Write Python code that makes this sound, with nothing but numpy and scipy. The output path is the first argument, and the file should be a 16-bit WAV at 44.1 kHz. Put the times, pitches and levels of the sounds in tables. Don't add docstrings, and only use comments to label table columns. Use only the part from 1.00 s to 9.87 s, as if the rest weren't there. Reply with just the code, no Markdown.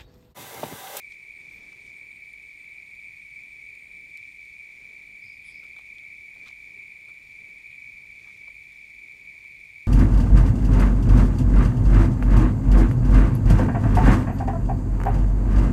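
import sys
import numpy as np
from scipy import signal
from scipy.fft import rfft, irfft, next_fast_len
from scipy.io import wavfile
from scipy.ndimage import uniform_filter1d

SR = 44100
rng = np.random.default_rng(int(sys.argv[2]) if len(sys.argv) > 2 else 0)


def generate_wav(signal):
    frames = np.transpose(np.atleast_2d(signal))
    scaled = np.clip(frames, -1, 1) * 32767
    pcm = np.round(scaled).astype(np.int16)
    wavfile.write(sys.argv[1], SR, pcm)


def to_linear_factor(level_db):
    exponent = np.asarray(level_db, float) / 20
    return 10 ** exponent


N = 391166
T = np.arange(N) / SR


def level(x, db):
    return x * to_linear_factor(db) / np.sqrt(np.mean(x ** 2))


def walk(rate):
    hold = int(SR / rate)
    steps = np.repeat(rng.standard_normal(N // hold + 1), hold)[:N]
    return level(uniform_filter1d(uniform_filter1d(steps, hold), hold), 0)


def coloured(spectrum):
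    hz, db = np.transpose(spectrum)
    size = next_fast_len(N)
    f = np.arange(size // 2 + 1) * SR / size + 1e-9
    gain = to_linear_factor(np.interp(np.log(f), np.log(hz), db, -150, -150))
    return level(irfft(rfft(rng.standard_normal(size)) * gain, size)[:N], 0)


def ring(x, hz, width_hz):
    edges = np.clip([hz - width_hz / 2, hz + width_hz / 2], 15, .45 * SR)
    return signal.sosfilt(signal.butter(2, edges, "bandpass", fs=SR, output="sos"), x)


def swells(events):
    return sum(db * np.exp(-((T - s) / half_s) ** 2) for s, half_s, db in events)


# (pitch [Hz], level per Hz [dB])
RUMBLE = [(12, -63), (20, -1), (38, -2), (54, -0.5), (121, 0.5), (260, -9), (340, -17), (570, -120)]
LOW_HUM = [(170, 1.5), (210, -3), (390, -1), (560, -7), (700, -26.5)]
UPPER_HUM = [(500, -24), (620, -1.5), (950, -3.5), (1400, -8.5), (1850, 0), (2100, -16)]
RUSTLE = [(2500, 6.5), (3100, -6.5), (3500, 3), (4000, -5), (5000, -3.5), (6000, -3.5), (8000, -10.5),
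          (9500, -33)]
HISS = [(2600, 1), (2800, 3), (4600, 0.5), (6400, -12.5), (6900, 1.5), (7300, -7), (7700, -10), (8900, 0.5),
        (9600, -9), (15800, -11.5)]
# (centre [s], half length [s], strength [dB])
GUSTS = [(.6, .22, 6), (1.0, .2, 4.5), (3.0, .15, 2.5), (3.88, .15, 4), (4.62, .1, 2), (5.42, .1, 5),
         (5.72, .14, 3.5), (6.45, .12, 3.5), (7.3, .2, 2.5), (8.3, .2, 1.5)]
# (centre [s], half length [s], strength [dB])
HAND = [(.6, 0.19, 4.5), (2.45, 0.074, 0.5), (3.22, .08, 1), (4.35, .12, -1), (5.48, 0.037, 5),
        (5.9, 0.22, 0), (6.85, 0.11, 3), (7.3, 0.25, 3), (8.42, 0.07, 1.5)]
CALM_DB = [-67, -73, -73.5, -71.5]
GUST_SHARE = [0.42, 1.33, .6, 0.076]
HAND_SHARE = [0.41, 0.049, 0.38, 1.7]


def air():
    gust, hand = swells(GUSTS), swells(HAND)
    shares = zip(CALM_DB, GUST_SHARE, HAND_SHARE)
    rumble_db, low_db, upper_db, rustle_db = (db + g * gust + h * hand for db, g, h in shares)
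    rumble = coloured(RUMBLE) * to_linear_factor(rumble_db + 1.1 * walk(9.3))
    hum = coloured(LOW_HUM) * to_linear_factor(low_db + 1.2 * walk(11))
    hum += coloured(UPPER_HUM) * to_linear_factor(upper_db + .6 * walk(13))
    crackle = 1 + 75 * uniform_filter1d(rng.random(N) ** 3000, size=60)
    rustle = coloured(RUSTLE) * to_linear_factor(rustle_db + 1.5 * walk(9.1)) * crackle
    hiss = level(coloured(HISS), -67.5)
    return rumble + hum + rustle + hiss


# (pitch [Hz], width [Hz], level [dB])
THIN_LINES = [(4482, 35, -79.5), (2915, 30, -84), (1900, 24, -74), (1990, 24, -74), (1797, 27, -85),
              (49, 10, -71)]


def far_tones():
    return sum(level(ring(rng.standard_normal(N), hz, width), db) for hz, width, db in THIN_LINES)


# (pitch [Hz], peak level [dB])
CHIRP_NOTES = [(8430, -74), (8340, -78)]


def chirper():
    first_s, period_s, count, half_s = .085, .1517, 24, .05
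    pause_s, pause_after = .04, 20
    k = np.arange(count)
    centres = first_s + period_s * k + pause_s * (k > pause_after)
    chirps = sum(np.exp(-((T - s) / half_s) ** 4) for s in centres)
    fade_db = np.interp(T, [2.9, 3.7], [0, -3])
    notes = 0
    for hz, db in CHIRP_NOTES:
        phase = 2 * np.pi * np.cumsum(hz + 30 * walk(60)) / SR
        notes = notes + to_linear_factor(db) * np.sin(phase)
    return chirps * to_linear_factor(fade_db + walk(9)) * notes


TRIPLET_DB = [-59.5, -71.5, -70.5, -72]
TRIPLET_PIP_S = [.00065, .0009, .0009, .0009]


def triplets():
    rate, first_s, gap_s = 22.693, .0122, .00367
    strike_hz, wing_hz = 3587, 3633
    cycle, at = np.divmod(T * rate, 1)
    since = at / rate - first_s
    centre = gap_s * np.clip(np.round(since / gap_s), 0, 2)
    from_pip = since - centre
    chance = rng.standard_normal((int(cycle[-1]) + 1, 3))[cycle.astype(int)].T
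    turns = (strike_hz + 7 * chance[1]) * centre + wing_hz * from_pip + .13 * chance[2]
    pips = 0
    for k, (db, half_s) in enumerate(zip(TRIPLET_DB, TRIPLET_PIP_S), 1):
        pips = pips + to_linear_factor(db) * np.exp(-(from_pip / half_s) ** 2) * np.sin(2 * np.pi * k * turns)
    return pips * to_linear_factor(1.3 * chance[0])


# (start [s], length [s])
SCRAPE_TIMES = [(.1, .06), (.5, .11), (.58, .04), (.85, .07), (4.21, .18), (4.24, .05), (4.33, .12),
                (4.43, .11), (4.438, .09), (4.438, .09), (4.445, .18), (4.48, .045), (4.57, .14),
                (4.62, .05), (5.455, .04), (5.455, .04), (6.7, .06), (7.03, .05), (7.23, .1), (7.23, .1),
                (7.47, .03), (7.47, .03), (6.075, .04), (5.36, .015)]
# (pitch [Hz], width [Hz], level [dB], grains per second [1/s])
SCRAPES = [(5500, 5800, -64, 980), (13000, 1400, -73, 900), (54, 41, -59, 36), (5500, 4200, -67, 600),
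           (4880, 520, -62, 250), (116, 93, -56.5, 110), (4800, 600, -72, 98), (3400, 610, -62.5, 180),
           (10300, 900, -62.5, 400), (8700, 1500, -69, 260), (4870, 740, -61, 140), (7900, 470, -68, 410),
           (4830, 600, -70, 211), (1370, 360, -66.5, 360), (1340, 480, -60, 450), (3450, 1200, -58.5, 1200),
           (3270, 1300, -62.5, 340), (1000, 840, -72, 460), (1100, 400, -68.5, 220), (1680, 170, -69, 270),
           (600, 160, -68, 200), (1260, 500, -68, 300), (1300, 500, -66, 280), (500, 510, -62, 200)]


def scrapes():
    out = np.zeros(N + SR)
    t = T[:SR // 4]
    for (s, length), (hz, width, db, rate) in zip(SCRAPE_TIMES, SCRAPES):
        chance = rng.standard_normal((2, len(t)))
        grain_rate = rate * (1 + 5.8 * uniform_filter1d(chance[0], size=300))
        beat = np.cos(2 * np.pi * np.cumsum(grain_rate) / SR)
        rough = level(ring(chance[1] * (9 + beat) ** 2, hz, width), db)
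        shape = abs(np.sin(np.pi * np.minimum(t / length, 1) ** .75)) ** .8
        i = int(s * SR)
        out[i:i + len(t)] += ring(rough * shape, hz, 1.64 * width)
    return out[:N]


# (time [s], peak level [dB], low ring against main [dB], brightness [dB])
TICKS = [(0.1214, -46, -11, -12), (0.7282, -48, -5, -11), (0.863, -50, -14, -6), (0.97, -57, -18, 3),
         (1.331, -61, -10, 11), (1.4212, -59, -18, -3), (2.4624, -58, -15, 1), (2.7514, -53, -7, 2),
         (3.1728, -43.5, -25, -1.5), (4.6369, -47, -19, -12), (4.6654, -54, -3, -9),
         (4.763, -47, -3.5, -12), (4.7842, -47, -9, -11), (4.791, -46.5, -1.5, -7), (4.809, -51, -4, -15),
         (4.983, -43, -15, -15), (5.031, -58.5, 4, -11), (5.2106, -58, -18, -16), (5.3624, -59, 3, -10),
         (5.4615, -49, -18, -21), (5.4744, -48, -7, -9), (5.4824, -44, -10, -8), (5.487, -44, -6, -25),
         (5.5034, -52, -1, -18), (6.0856, -52, -4, -6), (6.7053, -65, -20, -16), (7.48, -47.5, -1, -14),
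         (7.8925, -59, 2, -14), (8.2521, -57, -19, -14), (8.4417, -51, -9, -16)]
# (pitch [Hz], width [Hz], time to fall 60 dB [s])
PLATE = [(1150, 1100, .013), (3500, 1600, .012), (6200, 3000, .009), (9200, 4000, .007),
         (13500, 5000, .004)]


def ticks():
    out = np.zeros(N + 4096)
    t = T[:4096]
    for s, db, low_db, top_db in TICKS:
        upper_db = -6 + .55 * top_db
        ring_levels = (low_db, 0, upper_db, top_db, top_db - 9)
        i = int((s + .0007) * SR)
        for (hz, width, t60), rel_db in zip(PLATE, ring_levels):
            crack = ring(rng.standard_normal(len(t)) * to_linear_factor(-60 * t / t60), hz, width)
            out[i:i + len(t)] += 1.02 * to_linear_factor(db + rel_db) * crack / abs(crack).max()
    return out[:N]


# (wing note [Hz], strokes per second [1/s])
SINGERS = [(2294, 126.0), (2321, 130.0), (2258, 88.3), (2425, 111.0), (2045, 132.6), (1989, 91.5)]
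# (level [dB], pitch wander [Hz], sounding share of a stroke [0-1], ring between strokes [ratio])
VOICES = [(-55.5, 12, .62, 0), (-50, 9, 1, .8), (-54, 13, 1, 1.1), (-57, 18, 1, .6), (-75, 13, .33, 0),
          (-74, 13, .8, .3)]
# (multiple [ratio], level [dB])
OVERTONES = [(2, -34), (3, -36.5), (4, -69)]
BURROW_HZ = [1870, 2680]
# (pitch [Hz], level per Hz [dB])
FAR_CHORUS = [(1850, -40), (1890, -24), (2080, -22), (2140, -15), (2165, -7), (2225, -8), (2255, -5),
              (2345, -2), (2380, -7), (2420, -6), (2520, -14), (2630, -19), (2660, -28), (2740, -33)]
# (time [s], level [dB])
CHORUS = [(0, 0), (.3, -2), (.9, -1), (1.3, -1), (1.7, -1), (2.2, 0), (2.7, -0.5), (3.2, -1), (3.8, -1),
          (4.45, -1), (5.2, -0.7), (5.65, -0.5), (6.3, -1.5), (6.75, 0), (7.2, -1.5), (7.7, -1.5),
          (8.1, -1), (8.87, -1)]


def chorus():
    notes, overtones = 0, 0
    for (hz, rate), (db, wander_hz, share, sustain) in zip(SINGERS, VOICES):
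        stroke = (rate * T + rng.random() + .074 * walk(1.466)) % 1 / np.clip(share, .2, 1)
        wing = sustain + np.sin(np.pi * np.minimum(stroke, 1)) ** 2
        swell = level(wing * to_linear_factor(.8 * walk(25)), db + 3)
        phase = 2 * np.pi * np.cumsum(hz + wander_hz * walk(45)) / SR
        notes = notes + swell * np.sin(phase)
        overtones = overtones + swell * sum(to_linear_factor(d) * np.sin(k * phase) for k, d in OVERTONES)
    burrow = signal.butter(4, BURROW_HZ, "bandpass", fs=SR, output="sos")
    near = overtones + signal.sosfilt(burrow, notes)
    tail = rng.standard_normal(SR // 2) * to_linear_factor(-60 * T[:SR // 2] / .2)
    echo = signal.fftconvolve(near, tail / np.linalg.norm(tail))[:N]
    far = level(coloured(FAR_CHORUS), -48.8)
    flicker_db = .7 * walk(12)
    slow_db = np.interp(T, *np.transpose(CHORUS)) + flicker_db
    return (near + to_linear_factor(-11) * echo + far) * to_linear_factor(slow_db + .97)


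def scene():
    insects = far_tones() + chirper() + triplets() + chorus()
    return (air() + insects + scrapes() + ticks())[None]


def roll_off(x):
    return signal.sosfilt(signal.butter(12, 15690, fs=SR, output="sos"), x)


def record(dry):
    top_cut = signal.ellip(8, .2, 60, 15590, fs=SR, output="sos")
    mix = signal.sosfilt(top_cut, dry)
    return roll_off(mix)


dry = scene()
out = record(dry)
generate_wav(out)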